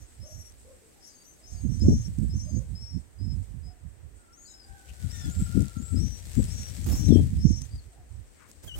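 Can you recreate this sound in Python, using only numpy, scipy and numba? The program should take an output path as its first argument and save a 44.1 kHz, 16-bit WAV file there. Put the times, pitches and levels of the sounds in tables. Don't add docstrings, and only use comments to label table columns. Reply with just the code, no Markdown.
import sys
import numpy as np
from scipy import signal
from scipy.fft import rfft, irfft, next_fast_len
from scipy.io import wavfile
from scipy.ndimage import uniform_filter1d, minimum_filter1d
from numba import njit

SR = 44100
rng = np.random.default_rng(int(sys.argv[2]) if len(sys.argv) > 2 else 0)


def master_out(mix):
    frames = np.transpose(np.atleast_2d(mix))
    ceiling = np.clip(frames, -1, 1)
    pcm = np.round(ceiling * 32767).astype(np.int16)
    wavfile.write(sys.argv[1], SR, pcm)


N = 387638
TIME = np.arange(N) / SR

SAG_HZ = 127
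RASP_S = 0.074


def undb(db):
    return 10 ** (np.asarray(db) / 20)


def unit(x):
    return x / np.sqrt(np.mean(x ** 2))


def curve(rows):
    return np.interp(TIME, *np.transpose(rows))


def colour(x, points, share=1):
    hz, db = np.transpose(points)
    length = x.shape[-1]
    size = next_fast_len(length)
    bins = np.maximum(np.fft.rfftfreq(size, 1 / SR), 1)
    gain_db = share * np.interp(np.log(bins), np.log(hz), db)
    return irfft(rfft(x, size) * undb(gain_db), size)[..., :length]


def walk(t, rate):
    steps = (t - t[0]) * rate
    count = int(steps[-1]) + 2
    return np.interp(steps, np.arange(count), rng.standard_normal(count))


def noise():
    return rng.standard_normal((2, N))


def swell(at, half_length):
    return np.exp(-4 * np.minimum(((TIME - at) / half_length) ** 2, 20))


def place(x, pan_db):
    gains = undb(np.array([[pan_db], [-pan_db]]) / 2)
    return x * unit(gains)


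def ports(x):
    # frequency_hz, left_minus_right_db (before the shares)
    port_balance = [(900, 5.5), (2400, 11), (5000, 10.5), (7300, 8.5), (8600, 20), (10200, -23.5),
                    (12000, -21.5), (15000, 1)]
    return np.array([colour(x[0], port_balance, 0.26), colour(x[1], port_balance, -0.17)])


def garden(x, t60, wet_db, pan_db, lag_ms):
    t = np.arange(SR) / SR
    decay = np.exp(-np.log(1000) * t / t60)
    scatter = rng.standard_normal((2, SR)) * decay * np.minimum(t / 0.0079, 1)
    scatter /= np.sqrt(np.sum(scatter ** 2, axis=1, keepdims=True))
    direct = np.array([np.roll(x, int(round(lag_ms * SR / 1000))), x])
    echo = signal.fftconvolve(x[None], scatter, axes=1)[:, :N]
    return place(direct, pan_db) + undb(wet_db) * place(echo, pan_db / 2)


def syrinx(notes, partials_db, jitter, flutter_db, tremor_rate, edge_s, gape=((0, 0),)):
    out = np.zeros(N)
    for note in notes:
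        s, hz, db = np.transpose(note)
        first = max(int((s[0] - edge_s / 2) * SR), 0)
        last = min(int((s[-1] + edge_s / 2) * SR), N)
        span = np.arange(first, last)
        t = span / SR
        pitch = np.interp(t, s, hz) * (1 + jitter * walk(t, tremor_rate))
        phase = 2 * np.pi * np.cumsum(pitch) / SR
        gate = np.sin(np.pi / 2 * np.clip(np.minimum(t - t[0], t[-1] - t) / edge_s, 0, 1)) ** 2
        loudness = gate * undb(np.interp(t, s, db) + flutter_db * walk(t, tremor_rate / 2))
        lift_db = np.interp(t, *np.transpose(gape))
        tone = sum(undb(partial_db + k * lift_db) * np.sin((k + 1) * phase)
                   for k, partial_db in enumerate(partials_db))
        out[span] += np.sqrt(2) * loudness * tone
    return out


def bursts(rows, width_hz):
    out = np.zeros(N)
    for at, length_s, hz, db in rows:
        edges_hz = [max(hz - width_hz / 2, 100), hz + width_hz / 2]
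        band = signal.butter(2, edges_hz, "band", fs=SR, output="sos")
        hiss = unit(signal.sosfilt(band, rng.standard_normal(N)))
        out += undb(db) * swell(at, 1.95 * length_s) * hiss
    return out


def beg(start, length, low_length, low_hz, high_hz, scoop_hz, low_db, high_db, break_s, drop_hz):
    age = np.arange(0, max(length, low_length), 1 / 500)
    bend = 60 * walk(age, 36) - scoop_hz * np.exp(-age / 0.045)
    drops = drop_hz > SAG_HZ
    fallen = drops * (1 - np.exp(-np.maximum(age - break_s, 0) / 0.018))

    def voice(hz, db, joins, ends):
        late = (age / ends) ** 4
        onset_db = -10.5 * np.exp(-np.maximum(age - joins, 0) / 0.01)
        fade_db = -5 * late
        stutter_db = 3.6 * walk(age, 55)
        pitch = hz + bend - SAG_HZ * late
        rows = np.column_stack([start + age, pitch, db + onset_db + fade_db + stutter_db])
        return rows[(age >= joins) & (age <= ends)]

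    return (voice(low_hz - drop_hz * fallen, low_db - 8.5 * fallen, 0, low_length),
            voice(high_hz, high_db, 0.15 * length, length))


def buzz(at, hz, db):
    spacing_hz, loss_db = 578, 3.5
    return [[(at + side * RASP_S / 2, hz + k * spacing_hz - side * SAG_HZ / 2, db - loss_db * k)
             for side in (-1, 1)] for k in (1, 2, 3)]


def nestlings(coupling=0.16):
    # start_s, length_s, low_length_s, low_pitch_hz, high_pitch_hz, scoop_hz (from below),
    # low_level_db, high_level_db, break_s (after start), rasp_level_db, low_drop_hz
    begs = [(0.0, 0.058, 0.035, 5900, 6520, 0, -65, -64, .03, -72, 0),
            (0.202, 0.31, 0.3, 5700, 6460, 560, -56.5, -63.5, .125, -64, 0),
            (1.008, 0.29, 0.25, 5780, 6560, 764, -58.5, -63.5, 0.076, -62, 1097),
            (1.241, 0.22, 0.12, 6360, 6600, 650, -61.5, -76, .1, -75, 0),
            (1.425, 0.26, .19, 5720, 6590, 881, -58.5, -56.5, .11, -64, 1098),
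            (1.689, 0.11, 0.077, 5850, 6250, 252, -57, -56, .06, -67, 0),
            (1.8, .28, .28, 5660, 6470, 645, -50.5, -55, 0.058, -55.5, 0),
            (2.294, 0.25, 0.28, 5740, 6440, 766, -55.5, -52.5, 0.14, -66, 849),
            (2.544, 0.052, 0.046, 6200, 6580, 95, -52, -48, 0.0098, -60, 0),
            (2.749, 0.25, 0.23, 5500, 5700, 518, -52, -65, 0.21, -71, 0),
            (3.186, .08, 0.085, 5230, 5400, 332, -60, -78, .05, -84, 0),
            (3.272, .08, 0.083, 5260, 5400, 80, -57.5, -80, .04, -84, 0),
            (3.63, 0.093, 0.097, 5190, 5460, 195, -62.5, -80, .04, -86, 0),
            (4.327, 0.24, 0.2, 6880, 7340, 1500, -57, -74, 0.17, -60, 0),
            (5.138, 0.084, 0.077, 6400, 7000, 700, -56, -65, .05, -64, 0),
            (5.277, .21, .21, 7800, 8300, 1902, -51.5, -57, .13, -63, 0),
            (5.776, 0.28, 0.19, 7740, 8040, 1400, -55.5, -56.5, .13, -62.5, 0),
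            (5.957, .26, 0.22, 5790, 6030, 749, -50, -54, 0.082, -58, 0),
            (6.335, 0.22, 0.15, 7940, 8150, 1250, -55.5, -53, 0.11, -64, 0),
            (6.471, 0.16, 0.24, 5760, 6680, 717, -51, -54.5, 0.096, -58.5, 0),
            (6.83, .22, 0.23, 6900, 7250, 845, -57, -61, 0.13, -63, 0),
            (6.91, 0.21, 0.25, 5740, 6450, 558, -46, -52.5, 0.067, -61, 0),
            (7.385, .28, .24, 5670, 6400, 512, -50.5, -53.5, .11, -57, 0)]
    # time_s, overtone_lift_db
    beak_opening = [(0, 12.5), (1.35, 13), (1.8, -3), (2.9, -1), (4, 4), (8.79, -16)]
    voices, rasps, sidebands = [], [], []
    for (start, length, low_length, low_hz, high_hz, scoop_hz,
         low_db, high_db, break_s, rasp_db, drop_hz) in begs:
        if rasp_db > low_db - 8:
            sidebands += buzz(start + break_s, low_hz - SAG_HZ, rasp_db)
        voices.append(beg(start, length, low_length, low_hz, high_hz, scoop_hz,
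                          low_db, high_db, break_s, drop_hz))
        rasps.append((start + break_s, RASP_S, (low_hz + high_hz - drop_hz) / 2, rasp_db))
    low_notes, high_notes = zip(*voices)
    tremble = dict(jitter=.01, flutter_db=1.8, tremor_rate=450, edge_s=.008, gape=beak_opening)
    low = syrinx(low_notes, [0, -20], **tremble)
    high = syrinx(high_notes, [0, -24], **tremble)
    power = uniform_filter1d((low + high) ** 2, size=12)
    beat = power / (np.abs(uniform_filter1d(power, size=200)) + 1e-12) - 1
    comb = syrinx(sidebands, [0], jitter=.012, flutter_db=3, tremor_rate=400, edge_s=.015)
    whistles = (low + high) * (1 + coupling * beat) + comb
    calls = whistles + bursts(rasps, width_hz=1600)
    return ports(garden(calls, t60=0.13, wet_db=-13.5, pan_db=6.5, lag_ms=.43))


def leaves():
    # time_s, level_db
    stirring = [(0, -62.5), (1.3, -64.5), (1.9, -57.5), (2.55, -62.5), (3.15, -73), (3.43, -62.5),
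                (3.7, -79), (4.35, -74), (5.15, -49.5), (5.62, -50.5), (5.76, -55), (6.2, -52.5),
                (6.43, -47.5), (7.1, -48.5), (7.4, -56.5), (7.65, -57.5), (8.0, -71), (8.79, -62)]
    # frequency_hz, relative_level_db
    rustle_colour = [(500, 3), (1100, -9.5), (1900, -1), (2700, -3.5), (4500, -2), (6800, -0.5),
                     (8100, 4.5), (9300, -4.5), (12500, -7.5), (15500, -11)]
    # time_s, left_minus_right_db
    stir_side = [(0, -2.5), (1.2, -7), (2, -2), (4.5, -2), (5.5, 0), (6.5, 1), (7.3, 1.5), (8.79, 5)]
    sizes = np.minimum(rng.exponential(size=N // 40 + 1), 4.5)
    scrapes = noise() * undb(2.4 * np.repeat(sizes, 40)[:N])
    hiss = unit(ports(colour(scrapes, rustle_colour)))
    side_db = np.array([[1], [-1]]) * curve(stir_side) / 2
    return hiss * undb(curve(stirring) + side_db + 1.04 * walk(TIME, 60))


def background():
    # frequency_hz, relative_level_db
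    air_colour = [(20, -11.5), (58, -0.5), (130, -10), (300, -8), (600, -15.5), (1100, -22.5),
                  (1900, -21.5), (3800, -31.5), (8000, -30.5), (10500, -34.5), (15500, -35.5)]
    # time_s, level_db (before an 8 dB lift)
    insects = [(0, -72.5), (1.4, -73.5), (1.9, -68.5), (2.85, -76), (4.4, -75.5), (4.8, -76)]
    # frequency_hz, relative_level_db
    insect_colour = [(4000, -22), (6500, -15.5), (7400, -7.5), (8200, -0.5), (8800, -6), (9300, -16),
                     (11000, -42)]
    air = unit(colour(noise(), air_colour)) * undb(-60 + 0.12 * walk(TIME, 13.0))
    hiss_db = curve(insects) + 8.0 + 3.1 * walk(TIME, 30)
    hiss = unit(colour(noise(), insect_colour)) * undb(hiss_db)
    return air + place(hiss, pan_db=1.0)


def wind_level(breeze, side):
    # full_s, port (0 left, 1 right), hold_s, level_db (before the wind's overall gain)
    gusts = [(0.198, 1, 0.035, -37), (0.334, 1, 0.072, -38.5), (1.529, 1, 0.039, -32),
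             (1.65, 1, 0.0094, -21.5), (1.823, 1, 0.09, -16.5), (1.852, 0, 0.094, -16),
             (2.186, 1, 0.026, -24), (2.284, 0, 0.095, -33.5), (2.342, 1, 0.02, -22),
             (2.532, 1, 0.058, -23), (2.715, 1, 0.017, -31.5), (2.946, 1, 0.027, -24.5),
             (3.212, 1, 0.2, -26), (3.561, 1, 0.13, -37), (3.849, 1, 0.017, -32.5), (4.048, 1, .02, -38.5),
             (4.709, 0, .015, -39), (4.899, 0, 0.013, -37.5), (5.045, 0, 0.021, -24.5),
             (5.245, 1, .04, -36), (5.261, 0, 0.031, -26), (5.376, 1, 0.033, -21), (5.425, 0, 0.0076, -24),
             (5.557, 0, 0.061, -17), (5.56, 1, .05, -41), (5.778, 0, 0.053, -30), (5.93, 0, 0.12, -19.5),
             (6.379, 0, 0.027, -15.5), (6.43, 1, 0.027, -29), (6.488, 0, 0.064, -28.5),
             (6.599, 1, 0.016, -30.5), (6.878, 1, 0.064, -19), (7.084, 0, .11, -12.5),
             (7.207, 1, .02, -22.5), (7.361, 1, .025, -21), (7.377, 0, 0.016, -28), (7.452, 1, 0.075, -18),
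             (7.47, 0, 0.029, -32.5), (7.748, 0, 0.012, -32.5), (7.741, 1, 0.012, -30.5),
             (8.113, 1, .1, -36.5), (8.659, 1, 0.019, -39.5), (8.776, 1, .02, -32)]
    attack_s, release_s = 0.015, 0.023
    power = undb(curve(breeze) + 5.5 * walk(TIME, 24)) ** 2
    for at, port, hold, db in gusts:
        if round(port) == side:
            fade = np.maximum((at - TIME) / attack_s, (TIME - at - hold) / release_s)
            power = power + (undb(db) * np.exp(-np.clip(fade, 0, 20))) ** 2
    return 10 * np.log10(power)


@njit
def lowpass(x, hz, damping):
    y, b, l = np.empty(len(x)), 0., 0.
    for i in range(len(x)):
        g = np.tan(np.pi * hz[i] / SR)
        v = (b + g * (x[i] - l)) / (1 + g * (g + damping))
        y[i] = l + g * v
        b, l = 2 * v - b, 2 * y[i] - l
    return y


def buffet(db, corner_hz):
    eddies = colour(rng.standard_normal(N), [(15, -54), (30, -20), (48, 7.0), (85, 6), (150, -6),
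                                             (240, -7.0), (400, -17), (700, -14.0), (2000, -38)])
    eddy_size = .17 * walk(TIME, 70)
    corner = np.clip(corner_hz * 2 ** ((db + 25) / 23 - eddy_size), 80, 500)
    rumble = lowpass(lowpass(eddies, corner, np.sqrt(2)), corner, np.sqrt(2))
    rumble = lowpass(rumble, 1.68 * corner, 1.)
    rumble = rumble - lowpass(rumble, 0.54 * corner, 2.2)
    power = uniform_filter1d(uniform_filter1d(rumble ** 2, size=950), size=950)
    return rumble / np.sqrt(np.abs(power) + 1e-12) * undb(db)


def thumps(cycles=0.6):
    # time_s, port (0 left, 1 right), frequency_hz, level_db (of the sine before its swell)
    strikes = [(1.886, 1, 246, -2.5), (2.188, 1, 194, -14.5), (5.047, 0, 113, -16), (5.423, 0, 171, -12.5),
               (2.967, 1, 162, -23), (5.577, 0, 231, -8.5), (5.771, 0, 187, -18.5),
               (6.027, 0, 129.6, -11.5), (6.381, 0, 188, -10.5), (7.093, 0, 202, -5), (7.107, 0, 212, 1),
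               (7.126, 0, 304, -2.5), (7.16, 0, 273, 0), (7.454, 1, 180, -1), (7.509, 1, 206, -10)]
    out = np.zeros((2, N))
    for at, port, hz, db in strikes:
        turns = (TIME - at) * hz
        out[int(round(port))] -= undb(db) * np.sin(2 * np.pi * turns) * swell(at, 2 * cycles / hz)
    return out


def wind():
    # time_s, level_db (before the overall gain below)
    breezes = [[(0, -60), (.7, -60), (1.1, -82), (1.6, -54), (2.02, -34), (2.6, -47.5), (3.15, -62),
                (3.45, -50.5), (3.9, -67), (4.6, -68), (5.1, -33), (6.1, -36), (6.65, -37.5), (7.25, -22.5),
                (7.65, -53.5), (8.1, -54), (8.55, -56), (8.79, -41)], [(0, -45.5), (.3, -55), (.75, -57), (1.0, -94), (1.42, -58.5),
                                     (1.7, -26), (2.0, -28), (2.65, -34.5), (3.1, -49), (3.5, -39),
                                     (4.1, -52), (4.4, -63), (5.5, -51), (6.7, -54), (7.4, -27), (7.7, -35),
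                                     (7.95, -51), (8.5, -75)]]
    corners = [255, 234]
    rumble = np.array([buffet(wind_level(breeze, side), corners[side])
                       for side, breeze in enumerate(breezes)])
    return undb(0.33) * rumble + thumps()


def cluck(start, length, hz, rise_hz, db):
    along = np.linspace(-1, 1, 15)
    pitch = hz + rise_hz * along / 2 - 36 * along ** 2
    return np.column_stack([start + length * (along + 1) / 2, pitch, db - 1.5 * along ** 2])


def poultry():
    # time_s, pitch_hz, level_db (before the throat)
    rooster_syllables = [
        [(4.18, 707, -81), (4.26, 689, -71), (4.45, 696, -82)],
        [(4.47, 772, -73), (4.62, 774, -75), (4.74, 773.6, -61.5), (4.92, 761, -73), (5.2, 703, -65),
         (5.45, 697.6, -64.5), (5.68, 684, -63), (5.85, 676, -68), (5.98, 684, -71)],
    ]
    # frequency_hz, gain_db
    rooster_throat = [(690, -16.5), (765, -1.5), (1100, -2), (1380, 4), (1530, 2), (2100, -24), (3100, -30)]
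    # start_s, length_s, pitch_hz, rise_hz, level_db (before the partials' own levels)
    hen_calls = [(.23, 0.11, 615, 36, -58), (.65, 0.1, 546, -27, -56.5), (.82, 0.076, 465, 32, -62),
                 (.96, 0.055, 780, 29.5, -69), (1.37, 0.26, 710, 180, -69.5),
                 (1.845, 0.067, 570, -7, -49.5), (2.46, 0.057, 608, 35, -59), (2.56, 0.067, 513, 71, -55.5),
                 (3.67, 0.076, 712, 28, -66), (7.91, .12, 732, 53.5, -64.5)]
    crow = syrinx(rooster_syllables, [0, 0, -3, -6],
                  jitter=.028, flutter_db=3.5, tremor_rate=160, edge_s=.03)
    rooster = colour(crow, rooster_throat)
    hens = syrinx([cluck(*row) for row in hen_calls], [-2, -23],
                  jitter=.075, flutter_db=3, tremor_rate=200, edge_s=.015)
    return (garden(rooster, t60=0.37, wet_db=-0.5, pan_db=-3, lag_ms=-0.27)
            + garden(hens, t60=0.46, wet_db=-5, pan_db=3.0, lag_ms=0))


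def ticks():
    # time_s, level_db (before a 7 dB cut)
    snaps = [(0.522, -43), (1.7964, -36), (2.1866, -39), (2.4574, -46), (2.6114, -50), (5.6061, -28.5),
             (5.6218, -29), (5.657, -33.5), (5.6823, -28.5), (6.333, -30), (6.4412, -25), (6.844, -27),
             (7.1057, -27), (7.2679, -40), (7.5574, -41), (7.6187, -25), (8.5145, -33), (8.635, -38)]
    # frequency_hz, relative_level_db
    snap_colour = [(1000, -20), (4000, -13), (6500, -5), (8200, 0), (9500, -11), (15000, -24)]
    envelope = np.zeros(N)
    for at, db in snaps:
        envelope[int(at * SR)] += undb(db)
    decay_s = .0014
    envelope = signal.lfilter([1], [1, -np.exp(-1 / (decay_s * SR))], envelope + 1e-18)
    return unit(ports(colour(noise(), snap_colour))) * envelope * undb(-7)


def slur(start, length, turn_s, start_hz, turn_hz, end_hz, db):
    age = np.arange(0, length, 1 / 500)
    away = np.interp(age, [0, turn_s, length], [-1, 0, 1]) ** 2
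    hz = turn_hz + (np.where(age < turn_s, start_hz, end_hz) - turn_hz) * away
    return np.column_stack([start + age, hz, db - 3 * away])


def adults():
    # start_s, length_s, turn_s (after start), start_hz, turn_hz, end_hz, level_db (at turn)
    chirp_calls = [(4.448, 0.21, 0.069, 4300, 5250, 4800, -58.5),
                   (4.454, 0.087, .07, 4400, 3920, 3900, -63.5),
                   (5.097, 0.16, 0.043, 4800, 5680, 5050, -53),
                   (7.083, 0.11, .075, 4030, 3175, 3360, -50.5),
                   (7.707, 0.093, 0.046, 4580, 4800, 4270, -61)]
    # the same columns, level_db before the throat
    nasal_calls = [(5.13, .17, .05, 1893, 1800, 1625, -55), (8.675, 0.087, 0.051, 1660, 1462, 1560, -46)]
    # frequency_hz, gain_db
    nasal_throat = [(1450, -26), (1820, -3), (2300, 1), (3000, 2), (3600, -3.5), (4600, -45), (6000, -17),
                    (7500, 3)]
    chirps = syrinx([slur(*row) for row in chirp_calls], [0, -26],
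                    jitter=.016, flutter_db=4, tremor_rate=400, edge_s=.01)
    nasal = syrinx([slur(*row) for row in nasal_calls], [0, 0, 0, 0],
                   jitter=.018, flutter_db=3.5, tremor_rate=400, edge_s=.01)
    return (garden(chirps, t60=0.27, wet_db=-7.0, pan_db=11, lag_ms=0.42)
            + garden(colour(nasal, nasal_throat), t60=0.046, wet_db=-15, pan_db=7.5, lag_ms=.5))


def scuffs():
    # time_s (of the peak), length_s, centre_hz, level_db
    scuff_rows = [(4.9, 0.017, 2770, -55), (8.43, 0.047, 1280, -59.5), (8.43, 0.067, 2120, -65)]
    return garden(bursts(scuff_rows, width_hz=660), t60=.2, wet_db=-19, pan_db=21, lag_ms=0)


def wings():
    # time_s (of the peak), half_length_s, level_db
    wing_strokes = [(6.443, 0.088, -54), (6.777, .025, -57), (6.868, 0.016, -37), (6.899, 0.035, -37),
                    (6.927, 0.022, -35), (6.96, 0.03, -38.5), (7, 0.052, -43.5), (8.498, 0.032, -53.5),
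                    (8.644, .018, -45), (8.676, 0.038, -47), (8.766, 0.031, -46), (8.79, 0.018, -39)]
    # frequency_hz, relative_level_db
    wing_colour = [(100, 21), (450, 15.5), (900, 6.5), (1800, 2), (4000, -1.5), (8200, 6), (9800, -1.5),
                   (12000, 1.5), (15500, 2.5)]
    strokes = sum(undb(db) * swell(at, half_length) for at, half_length, db in wing_strokes)
    return place(unit(ports(colour(noise(), wing_colour))) * strokes, pan_db=-7.5)


def scene():
    near = nestlings() + leaves() + wind() + ticks() + wings()
    return near + background() + poultry() + adults() + scuffs()


def record(dry):
    room = np.minimum(.93 / (np.abs(dry).max(axis=0) + 1e-9), 1)
    gain = uniform_filter1d(minimum_filter1d(room, size=441), size=441)
    top_hz = 15850
    return signal.sosfilt(signal.ellip(10, .2, 80, top_hz, fs=SR, output="sos"), dry * gain)


dry = scene()
out = record(dry)
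master_out(out)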